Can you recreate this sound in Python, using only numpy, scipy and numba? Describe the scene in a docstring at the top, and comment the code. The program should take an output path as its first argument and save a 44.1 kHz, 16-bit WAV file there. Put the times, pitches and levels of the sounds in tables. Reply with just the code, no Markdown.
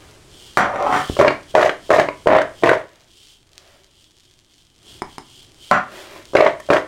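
"""A sleeve rustles over a low kitchen hush; a plastic bowl knocks on the glass hob and judders off it.
Raw floured potato chips are then tossed in it: each toss lands as a slap and a tumble of single chips.
After a pause a little glass flour dish is put down, the bowl knocks on the hob again and two tosses follow.
Blows are short forces filtered by resonant bodies; rubbing is a patter of random tiny contacts filtered
alike. Tiled walls answer, and a limiter flattens the loud blows."""
import sys
import numpy as np
from scipy import signal
from scipy.fft import rfft, irfft, next_fast_len
from scipy.io import wavfile
from scipy.ndimage import minimum_filter1d, map_coordinates
from numba import njit

SR = 44100
rng = np.random.default_rng(int(sys.argv[2]) if len(sys.argv) > 2 else 0)


def log_audio(samples):
    """Write samples as a 16-bit WAV file to the path given in sys.argv[1]."""
    # one column per channel
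    frames = np.atleast_2d(samples).T
    # limit to full scale, then quantise
    limited = np.clip(frames, -1, 1)
    pcm = np.round(limited * 32767).astype(np.int16)
    wavfile.write(sys.argv[1], SR, pcm)


N = 303319
TIME = np.arange(N) / SR  # s

# Spectra are relative: each row: frequency in Hz, level in dB.
# Resonances stand on a spectrum: each row: frequency in Hz, width in Hz, lift in dB.
# Strokes swell and fade: each row: time at the height in s, half length in s, level in dB.

# Low room and handling noise. Each row: time in s, level in dB.
HUSH_LEVEL = [(0, -48.5), (2.8, -48), (2.88, -60), (4.75, -61.5), (4.9, -49.5), (5.3, -54.5), (6.88, -49)]
# Spectrum of that noise. Each row: frequency in Hz, level in dB.
HUSH_SPECTRUM = [(20, -7.5), (110, -4), (200, -13), (360, -6.5), (480, -15.5), (1500, -22.5), (9000, -27.5),
                 (16000, -49.5)]
# Spectrum of the even rumble of the house. 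Each row: frequency in Hz, level in dB.
RUMBLE_SPECTRUM = [(40, -1.5), (130, -4), (600, -43)]

# Reverberation of the kitchen. Each row: frequency in Hz, time to decay by 60 dB in s.
KITCHEN_T60 = [(100, 0.38), (300, 0.29), (700, 0.26), (1900, 0.3), (5000, 0.27), (14000, 0.073)]
LOAD_ROOM_DB, BOWL_ROOM_DB, DISH_ROOM_DB = -10.5, -1.5, -8  # how much of each the walls send back

# The arm moves and its sleeve brushes. Each row: time at the height in s, half length in s, level in dB.
ARM_STROKES = [(.5, 0.13, -49), (1.0, .1, -42), (1.502, .016, -42), (3.28, 0.11, -54), (4.1, 0.13, -60),
               (4.93, .06, -44.5), (5.12, .04, -47.5), (5.36, 0.086, -51), (5.66, 0.075, -49),
               (6.02, 0.045, -44)]
# Spectrum of rubbed cloth. Each row: frequency in Hz, level in dB.
CLOTH_SPECTRUM = [(200, -23), (2000, -17.5), (2600, -10.5), (3150, 3.5), (3900, -7.5), (4700, -6.5),
                  (6000, -11.5), (9000, -12.5), (10500, -21), (16000, -25.5)]
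SWING_LEAD_S, SWING_HALF_S = 0.042, 0.05  # the sleeve brushes as the bowl swings up for each toss
FIDGET_DB = -64.5  # the sleeve is never quite still
# Fingers and crumbs tick. Each row: time in s, peak level in dB.
TICK_EVENTS = [(0.111, -32), (0.826, -21), (3.271, -32), (3.533, -33), (3.580, -20), (6.255, -24.5),
               (6.666, -28)]
# Chips and flour shift softly. Each row: time at the height in s, half length in s, level in dB.
LOAD_STROKES = [(.04, 0.12, -51), (.45, 0.074, -64), (2.95, 0.09, -55.5), (3.69, .11, -53.5),
                (4.93, 0.066, -69), (5.98, 0.058, -38.5), (6.13, 0.073, -40.5)]
# Spectrum of the shifting load. Each row: frequency in Hz, level in dB.
LOAD_SPECTRUM = [(100, -27.5), (380, 3.5), (480, -6), (600, 4), (790, -5.5), (2100, -6.5), (5000, -16),
                 (16000, -29)]

# The hand takes the bowl's weight. One row: time in s, peak level in dB.
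HAND_PUSH = (1.098, -7)
# Spectrum of the soft palm. Each row: frequency in Hz, level in dB.
PALM_SPECTRUM = [(15, -27), (40, -7), (80, -8.5), (160, -15.5), (350, -12.5), (600, -21), (1200, -38.5),
                 (4000, -74)]

# The flour dish meets the worktop. Each row: time in s, knock in dB, clink in dB.
DISH_CONTACTS = [(5.0201, -7.5, -24), (5.1821, -15.5, -21.5)]
# Spectrum of the worktop. Each row: frequency in Hz, level in dB.
WORKTOP_SPECTRUM = [(30, -7.5), (130, -7), (300, 0), (400, 1), (500, -17), (750, -2), (1000, 2),
                    (1500, -14), (2250, -10), (2800, -37), (16000, -51.5)]
# Spectrum of the glass dish. Each row: frequency in Hz, level in dB.
GLASS_SPECTRUM = [(500, -30.5), (3000, -1.5), (5000, -3), (9000, -6), (11000, -14), (16000, -28)]
# Resonances of the glass dish. Each row: frequency in Hz, width in Hz, lift in dB.
GLASS_RESONANCES = [(5030, 200, 10), (5240, 160, 10), (9260, 220, 10), (9520, 260, 9)]

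# The bowl's foot hits or catches on the hob. Each row: time in s, peak level of the first hit in dB.
FOOT_KNOCKS = [(0.5725, 10), (0.759, -11.5), (0.9261, -6), (5.713, 8.5)]
# Spectrum of bowl and glass top together. Each row: frequency in Hz, level in dB.
HOB_SPECTRUM = [(30, -24), (250, -0.5), (480, -2), (700, 1), (1200, 8.5), (1850, -1.5), (2400, -9),
                (3000, -16.5), (3600, -20.5), (5000, -30), (7200, -33), (10000, -38.5), (16000, -54.5)]
# Resonances of bowl and glass top. Each row: frequency in Hz, width in Hz, lift in dB.
HOB_RESONANCES = [(583.6, 40, 7.5), (745, 55, 7.5), (1799, 50, 4.5), (2246, 8.3, 5.5), (4193, 1100, -0.5),
                  (5800, 600, 11), (7220, 710, 8.5), (13060, 600, 8)]
# Spectrum of the juddering foot. Each row: frequency in Hz, level in dB.
JUDDER_SPECTRUM = [(40, -18.5), (200, -9.5), (400, -2), (600, 1), (1250, 1.5), (1600, -14.5), (2500, -20),
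                   (16000, -68)]
# The foot bites and grates. Each row: time at the height in s, half length in s, level in dB.
GRATE_STROKES = [(.605, 0.012, -14), (.958, 0.031, -18.5), (5.735, 0.01, -14)]
ROLL_S, ROLL_DB = .001, -4.5  # after each hit the foot rolls along its rim: delay, relative level
DRAG_S, LIFT_S, LIFT_T60_S = .6, 0.9, 0.18  # the foot slides over the glass, then leaves it
JUDDER_DB, JUDDER_RISE_DB = -31.5, 8.5  # the judder grows as the pull quickens

# The bowl swings up and the heap falls back. Each row: landing in s, tumbling time in s,
# strength in dB, flour swish in dB at the landing, sleeve in dB.
TOSS_EVENTS = [(1.198, .105, -2.5, -40.5, -42), (1.551, .11, 1, -31.5, -52), (1.904, .105, -0.5, -34, -47),
               (2.271, 0.11, 4, -44, -51.5), (2.635, .1, 0, -37.5, -48.5), (6.351, .125, -0.5, -39.5, -53),
               (6.702, 0.074, -4.5, -36.5, -47.5)]
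# Stray chips hit the bowl hard or on their own. Each row: time in s, thud in dB, clack in dB, snap in dB.
STRAY_CHIPS = [(1.167, -13, -29.5, -31.5), (1.19, -5, -15.5, -22), (1.212, 4, -13.5, -22.5),
               (1.247, 0.5, -15.5, -32), (1.279, -1.5, -1.5, -27), (1.627, -0.5, -0.5, -19),
               (1.693, -7.5, -5, -31), (1.997, 2.5, -4, -16.5), (2.086, -7.5, -16.5, -41),
               (2.367, -9.5, -18, -35.5), (2.415, -18.5, -9.5, -26.5), (2.691, -9, -1.5, -26.5),
               (6.161, -29, -52, -48), (6.334, -16.5, -32, -35.5), (6.366, -28, -2, -18.5),
               (6.407, 4, -5, -22.5), (6.464, -0.5, -3.5, -40), (6.599, -26.5, -26, -33.5),
               (6.688, -15.5, -38, -43), (6.732, -4.5, -5.5, -21.5), (6.766, -16, -4, -41)]
# Spectrum of the loaded bowl under a soft, heavy blow. Each row: frequency in Hz, level in dB.
THUD_SPECTRUM = [(30, -35), (135, -12.5), (200, -19), (300, -12), (450, -6), (610, 0.5), (760, -8.5),
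                 (1000, -9), (1400, -13.5), (2500, -33.5), (16000, -87.5)]
# Spectrum of the bowl under a light, slow touch. Each row: frequency in Hz, level in dB.
GRAZE_SPECTRUM = [(60, -24), (300, -14), (550, -1.5), (800, -15), (1500, -29), (16000, -90.5)]
# Spectrum of a blow by a chip's hard end. Each row: frequency in Hz, level in dB.
CLACK_SPECTRUM = [(60, -34), (300, -10), (700, -12.5), (1100, 3), (1400, -1.5), (1850, 10), (2500, -3),
                  (3500, -9), (5000, -25), (9000, -43.5), (16000, -85)]
# Spectrum of floury skins. Each row: frequency in Hz, level in dB.
SNAP_SPECTRUM = [(300, -27.5), (2000, -1.5), (4000, 4.5), (6500, 1), (9000, -7), (16000, -22)]
# Resonances of the bowl. Each row: frequency in Hz, width in Hz, lift in dB.
BOWL_RESONANCES = [(295, 8.9, 6.5), (385.3, 90, 7), (520, 14, 2), (572.5, 73, 3.5), (622, 29, 6.5),
                   (671, 10, 8.5), (836, 8, 0.5), (984, 13, 6), (1082, 120, 3)]
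# The heap lands as one; toss strength adds. One row: thud in dB, clack in dB, snap in dB.
SLAP_LEVELS = (4, -7, -21)
# A chip that follows; toss strength, fade and scatter add. One row: thud in dB, clack in dB, snap in dB.
LOOSE_LEVELS = (0, -13, -30.5)
LOOSE_SPREAD_DB, LOOSE_FADE_DB = 1.5, 3.5  # such chips differ in size and weaken over the tumble
CRUSH_DB, CRUSH_S = 8, .018  # the heap presses together as it lands: extra weight, decay time
TUMBLE_DB, TUMBLE_FADE_DB = -14.5, 5  # dull mass of the heap, and its loss over the tumble
CLATTER_DB, CLATTER_FADE_DB = -23, 3.5  # light ends of the chips, and their loss over the tumble
SWISH_FADE_DB, SETTLE_T60_S = 5, 0.23
GRAZE_S, GRAZE_DB = 0.012, -23  # the lowest chips touch softly just ahead of the heap

LIMITER_ATTACK_S, LIMITER_RELEASE_S, CLIP_HARDNESS = 0.0013, 0.052, 4.1
TOP_HZ = 16000


def amp(db):
    """Logarithmic level: decibels become an amplitude gain."""
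    return 10 ** (np.asarray(db) / 20)


def unit(x):
    """Normalisation of power: x at rms 1."""
    return x / np.sqrt(np.mean(x ** 2) + 1e-20)


def along(points, hz):
    """Interpolation of (Hz, value) points on a logarithmic frequency axis."""
    f, v = np.transpose(points)
    return np.interp(np.log(hz + 1), np.log(f + 1), v)


def level_curve(rows):
    """Slow modulation: gain along (s, dB) points, silent outside them."""
    s, db = np.transpose(rows)
    return amp(np.interp(TIME, s, db)) * (TIME >= s[0]) * (TIME <= s[-1])


def strokes(rows):
    """Addition of power: gain of smooth bell-shaped strokes (s, half length s, dB)."""
    power = sum(amp(db) ** 2 * np.exp(-((TIME - s) / half) ** 2) for s, half, db in rows)
    return np.sqrt(power)


def wobble(rate):
    """Random modulation: a smooth curve through chance knots, rate knots a second."""
    knots = rng.standard_normal(int(TIME[-1] * rate) + 4)
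    return map_coordinates(knots, [TIME * rate])


def body(shape, modes=(), size=8192):
    """Minimum phase: a spectrum with resonances becomes a causal impulse response of peak 1."""
    hz = np.fft.rfftfreq(size, 1 / SR)
    resonances_db = sum(lift / (1 + (2 * (hz - f) / width) ** 2) for f, width, lift in modes)
    db = along(shape, hz) + resonances_db
    # folding the cepstrum onto positive times makes the response causal
    cepstrum = irfft(np.log(amp(db)))[:size // 2]
    cepstrum[1:] *= 2
    response = irfft(np.exp(rfft(cepstrum, size)))[:size // 2]
    return response / np.abs(response).max()


def ring(force, response):
    """Linear superposition: a body's answer to a force is their convolution."""
    return signal.oaconvolve(force, response)[:N]


def rub(force, response):
    """Response of unit energy: a running random force keeps its rms level."""
    return ring(force, response / np.linalg.norm(response))


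def blows(times, db):
    """Impulsive excitation: one single-sample force for each contact."""
    samples = np.round(np.atleast_1d(times) * SR).astype(int)
    return np.bincount(samples, amp(np.atleast_1d(db)), N)[:N]


def patter(rate, spread_db):
    """Random excitation: tiny contacts of uneven size and sign, about rate a second, rms 1."""
    sizes = amp(spread_db * np.clip(rng.standard_normal(N), -2, 2))
    signed = sizes * rng.choice([-1, 1], N)
    return unit(signed * (rng.random(N) < rate / SR))


def strikes(times, db, shape, modes, touch_s, shift, size=4096):
    """Extended contact: a brief uneven force rolls along an edge, and its spot shifts the body's colour."""
    out, t = np.zeros(N + size), TIME[:size // 4]
    chances = rng.standard_normal((len(times), size // 4))
    for s, level, chance in zip(times, db, chances):
        force = chance * t * np.exp(-t / touch_s)
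        # the spectrum slides in frequency, the resonances stay
        colour = np.multiply(shape, [np.exp(shift * chance[0]), 1])
        sound = signal.fftconvolve(force, body(colour, modes))[:size]
        out[round(s * SR):][:size] += amp(level) * sound / np.abs(sound).max()
    return out[:N]


def hush():
    """Filtered noise: the low noise of the kitchen over the steady rumble of the house."""
    noise = level_curve(HUSH_LEVEL) * rub(rng.standard_normal(N), body(HUSH_SPECTRUM))
    rumble = amp(-64.0) * rub(rng.standard_normal(N), body(RUMBLE_SPECTRUM))
    return noise + rumble


def kitchen(x, count=24):
    """Diffuse reverberation of tiled walls, as exponentially decaying noise."""
    wet = np.zeros(N + SR)
    # a fresh random tail for each short stretch keeps the reverberation evenly coloured
    for part in np.array_split(np.arange(N), count):
        hz, t, z = signal.stft(rng.standard_normal(SR // 2), SR, nperseg=256)
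        decay = amp(-60 * t / along(KITCHEN_T60, hz)[:, None])
        tail = signal.istft(z * decay, SR, nperseg=256)[1]
        tail *= 1 - np.exp(-TIME[:len(tail)] / 0.00067)  # reflections take a moment to build up
        answer = signal.fftconvolve(x[part], tail / np.linalg.norm(tail))
        wet[part[0]:][:len(answer)] += answer
    return wet[:N]


def handling():
    """Friction noise of sleeve and shifting load, with small impulsive ticks."""
    swings = [(s - SWING_LEAD_S, SWING_HALF_S, sleeve_db) for s, *_, sleeve_db in TOSS_EVENTS]
    fidget = amp(FIDGET_DB + 2.5 * wobble(rate=5))
    motion = np.hypot(strokes(ARM_STROKES + swings), fidget)
    rustle = motion * amp(3 * wobble(rate=9)) * patter(rate=12000, spread_db=11.5)
    sleeve = rub(rustle, body(CLOTH_SPECTRUM))
    crumbs = rub(amp(-62.5) * patter(rate=100, spread_db=5), body(SNAP_SPECTRUM))
    ticks = ring(blows(*np.transpose(TICK_EVENTS)), body(SNAP_SPECTRUM))
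    sliding = rub(strokes(LOAD_STROKES) * patter(rate=9600, spread_db=7), body(LOAD_SPECTRUM))
    return sleeve + crumbs + ticks + sliding


def bump():
    """Response without resonances: a soft push of the hand, with no ring."""
    return ring(blows(*HAND_PUSH), body(PALM_SPECTRUM))


def dish():
    """Damped resonance: the glass dish lands on one edge, then the other, held by the fingers."""
    s, knock_db, clink_db = np.transpose(DISH_CONTACTS)
    knocks = ring(blows(s, knock_db), body(WORKTOP_SPECTRUM))
    clinks = strikes(s, clink_db, GLASS_SPECTRUM, GLASS_RESONANCES, touch_s=0.00072, shift=0)
    return knocks + clinks


def bowl_on_hob():
    """Impact and stick-slip: the bowl rocks onto its foot, judders over the glass, catches and is lifted."""
    s, db = np.transpose(FOOT_KNOCKS)
    hob = body(HOB_SPECTRUM, HOB_RESONANCES)
    knocks = ring(blows(s, db), hob)
    rolls = strikes(s + ROLL_S, db + ROLL_DB, HOB_SPECTRUM, HOB_RESONANCES, touch_s=.001, shift=0)
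    pull = np.clip((TIME - DRAG_S) / (LIFT_S - DRAG_S), 0, 1)
    lift_db = -60 * np.maximum(TIME - LIFT_S, 0) / LIFT_T60_S
    judder = (TIME >= DRAG_S) * amp(JUDDER_DB + JUDDER_RISE_DB * pull + lift_db)
    # the foot sticks and slips, so the judder comes in uneven spurts
    grip = amp(4.5 * wobble(rate=60))
    slip_force = judder * grip * patter(rate=1300, spread_db=1)
    slips = rub(slip_force, body(JUDDER_SPECTRUM, HOB_RESONANCES))
    grit = rub(strokes(GRATE_STROKES) * patter(rate=3800, spread_db=0.5), hob)
    return knocks + rolls + slips + grit


def loose_chips(count=7):
    """Scattered arrivals: rows (s, thud dB, clack dB, snap dB) at uneven intervals after each landing."""
    rows = []
    for s, length, db, *_ in TOSS_EVENTS:
        progress = (np.arange(count) + .5 + rng.random(count)) / count
        size_db = db - LOOSE_FADE_DB * progress
        scatter_db = LOOSE_SPREAD_DB * 2 * (rng.random((count, len(LOOSE_LEVELS))) - .5)
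        levels_db = size_db[:, None] + scatter_db + LOOSE_LEVELS
        rows.extend(np.column_stack([s + length * progress, levels_db]))
    return rows


def chips():
    """Discrete impacts on the bowl: each landing's slap, the chips that follow it, and the strays."""
    slaps = [(s, *np.add(SLAP_LEVELS, db)) for s, _, db, *_ in TOSS_EVENTS]
    s, thud_db, clack_db, snap_db = np.transpose(slaps + loose_chips() + STRAY_CHIPS)
    thuds = strikes(s, thud_db, THUD_SPECTRUM, BOWL_RESONANCES, touch_s=0.00089, shift=0.061)
    clacks = strikes(s, clack_db, CLACK_SPECTRUM, BOWL_RESONANCES, touch_s=0.002, shift=0.14)
    snaps = strikes(s, snap_db, SNAP_SPECTRUM, (), touch_s=0.0026, shift=0.12)
    return thuds + clacks + snaps


def heap():
    """Dense impacts merge into noise: the heap grazes the bowl, tumbles, clatters, settles; flour swishes."""
    early, heavy, light, floury = np.zeros((4, N))
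    for s, length, db, swish_db, _ in TOSS_EVENTS:
        progress = np.clip((TIME - s) / length, 0, 1)
        settling = np.maximum(TIME - s - length, 0)
        fall = (TIME >= s) * amp(-60 * settling / SETTLE_T60_S)
        early += (TIME >= s - GRAZE_S) * (TIME < s) * amp(db + GRAZE_DB)
        crush_db = CRUSH_DB * np.exp(-np.maximum(TIME - s, 0) / CRUSH_S)
        heavy += fall * amp(db + crush_db + TUMBLE_DB - TUMBLE_FADE_DB * progress ** 2)
        light += fall * amp(db + CLATTER_DB - CLATTER_FADE_DB * progress)
        floury += fall * amp(swish_db - SWISH_FADE_DB * progress)
    graze = rub(early * patter(rate=900, spread_db=3.5), body(GRAZE_SPECTRUM, BOWL_RESONANCES))
    tumble = rub(heavy * patter(rate=330, spread_db=4), body(THUD_SPECTRUM, BOWL_RESONANCES))
    clatter = rub(light * patter(rate=1200, spread_db=2.5), body(CLACK_SPECTRUM, BOWL_RESONANCES))
    swish = rub(floury * patter(rate=3000, spread_db=8.5), body(SNAP_SPECTRUM))
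    return graze + tumble + clatter + swish


def scene():
    """Superposition of all sources and the answer of the room."""
    small = handling() + bump()
    glass = dish()
    bowl = bowl_on_hob()
    load = heap() + chips()
    to_walls = amp(LOAD_ROOM_DB) * (load + small) + amp(BOWL_ROOM_DB) * bowl + amp(DISH_ROOM_DB) * glass
    return (hush() + kitchen(to_walls) + small + glass + bowl + load)[None]


@njit
def follow(level, attack, release):
    """Envelope following with two time constants in samples: fast rise, slow fall."""
    out, held = np.empty_like(level), 0.0
    for i in range(len(level)):
        held += (level[i] - held) / (attack if level[i] > held else release)
        out[i] = held
    return out


def record(dry):
    """Dynamic compression: a limiter ducks loud blows, peaks saturate, and the top of the band is cut."""
    peaks = -minimum_filter1d(-np.abs(dry[0]), size=64)  # running maximum
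    envelope = follow(peaks, LIMITER_ATTACK_S * SR, LIMITER_RELEASE_S * SR)
    ducked = dry / np.maximum(envelope, 1)
    limited = ducked / (1 + np.abs(ducked) ** CLIP_HARDNESS) ** (1 / CLIP_HARDNESS)
    size = next_fast_len(N + SR // 2)
    passed = np.fft.rfftfreq(size, 1 / SR) < TOP_HZ
    return irfft(rfft(limited, size) * passed, size)[:, :N]


dry = scene()
out = record(dry)
log_audio(out)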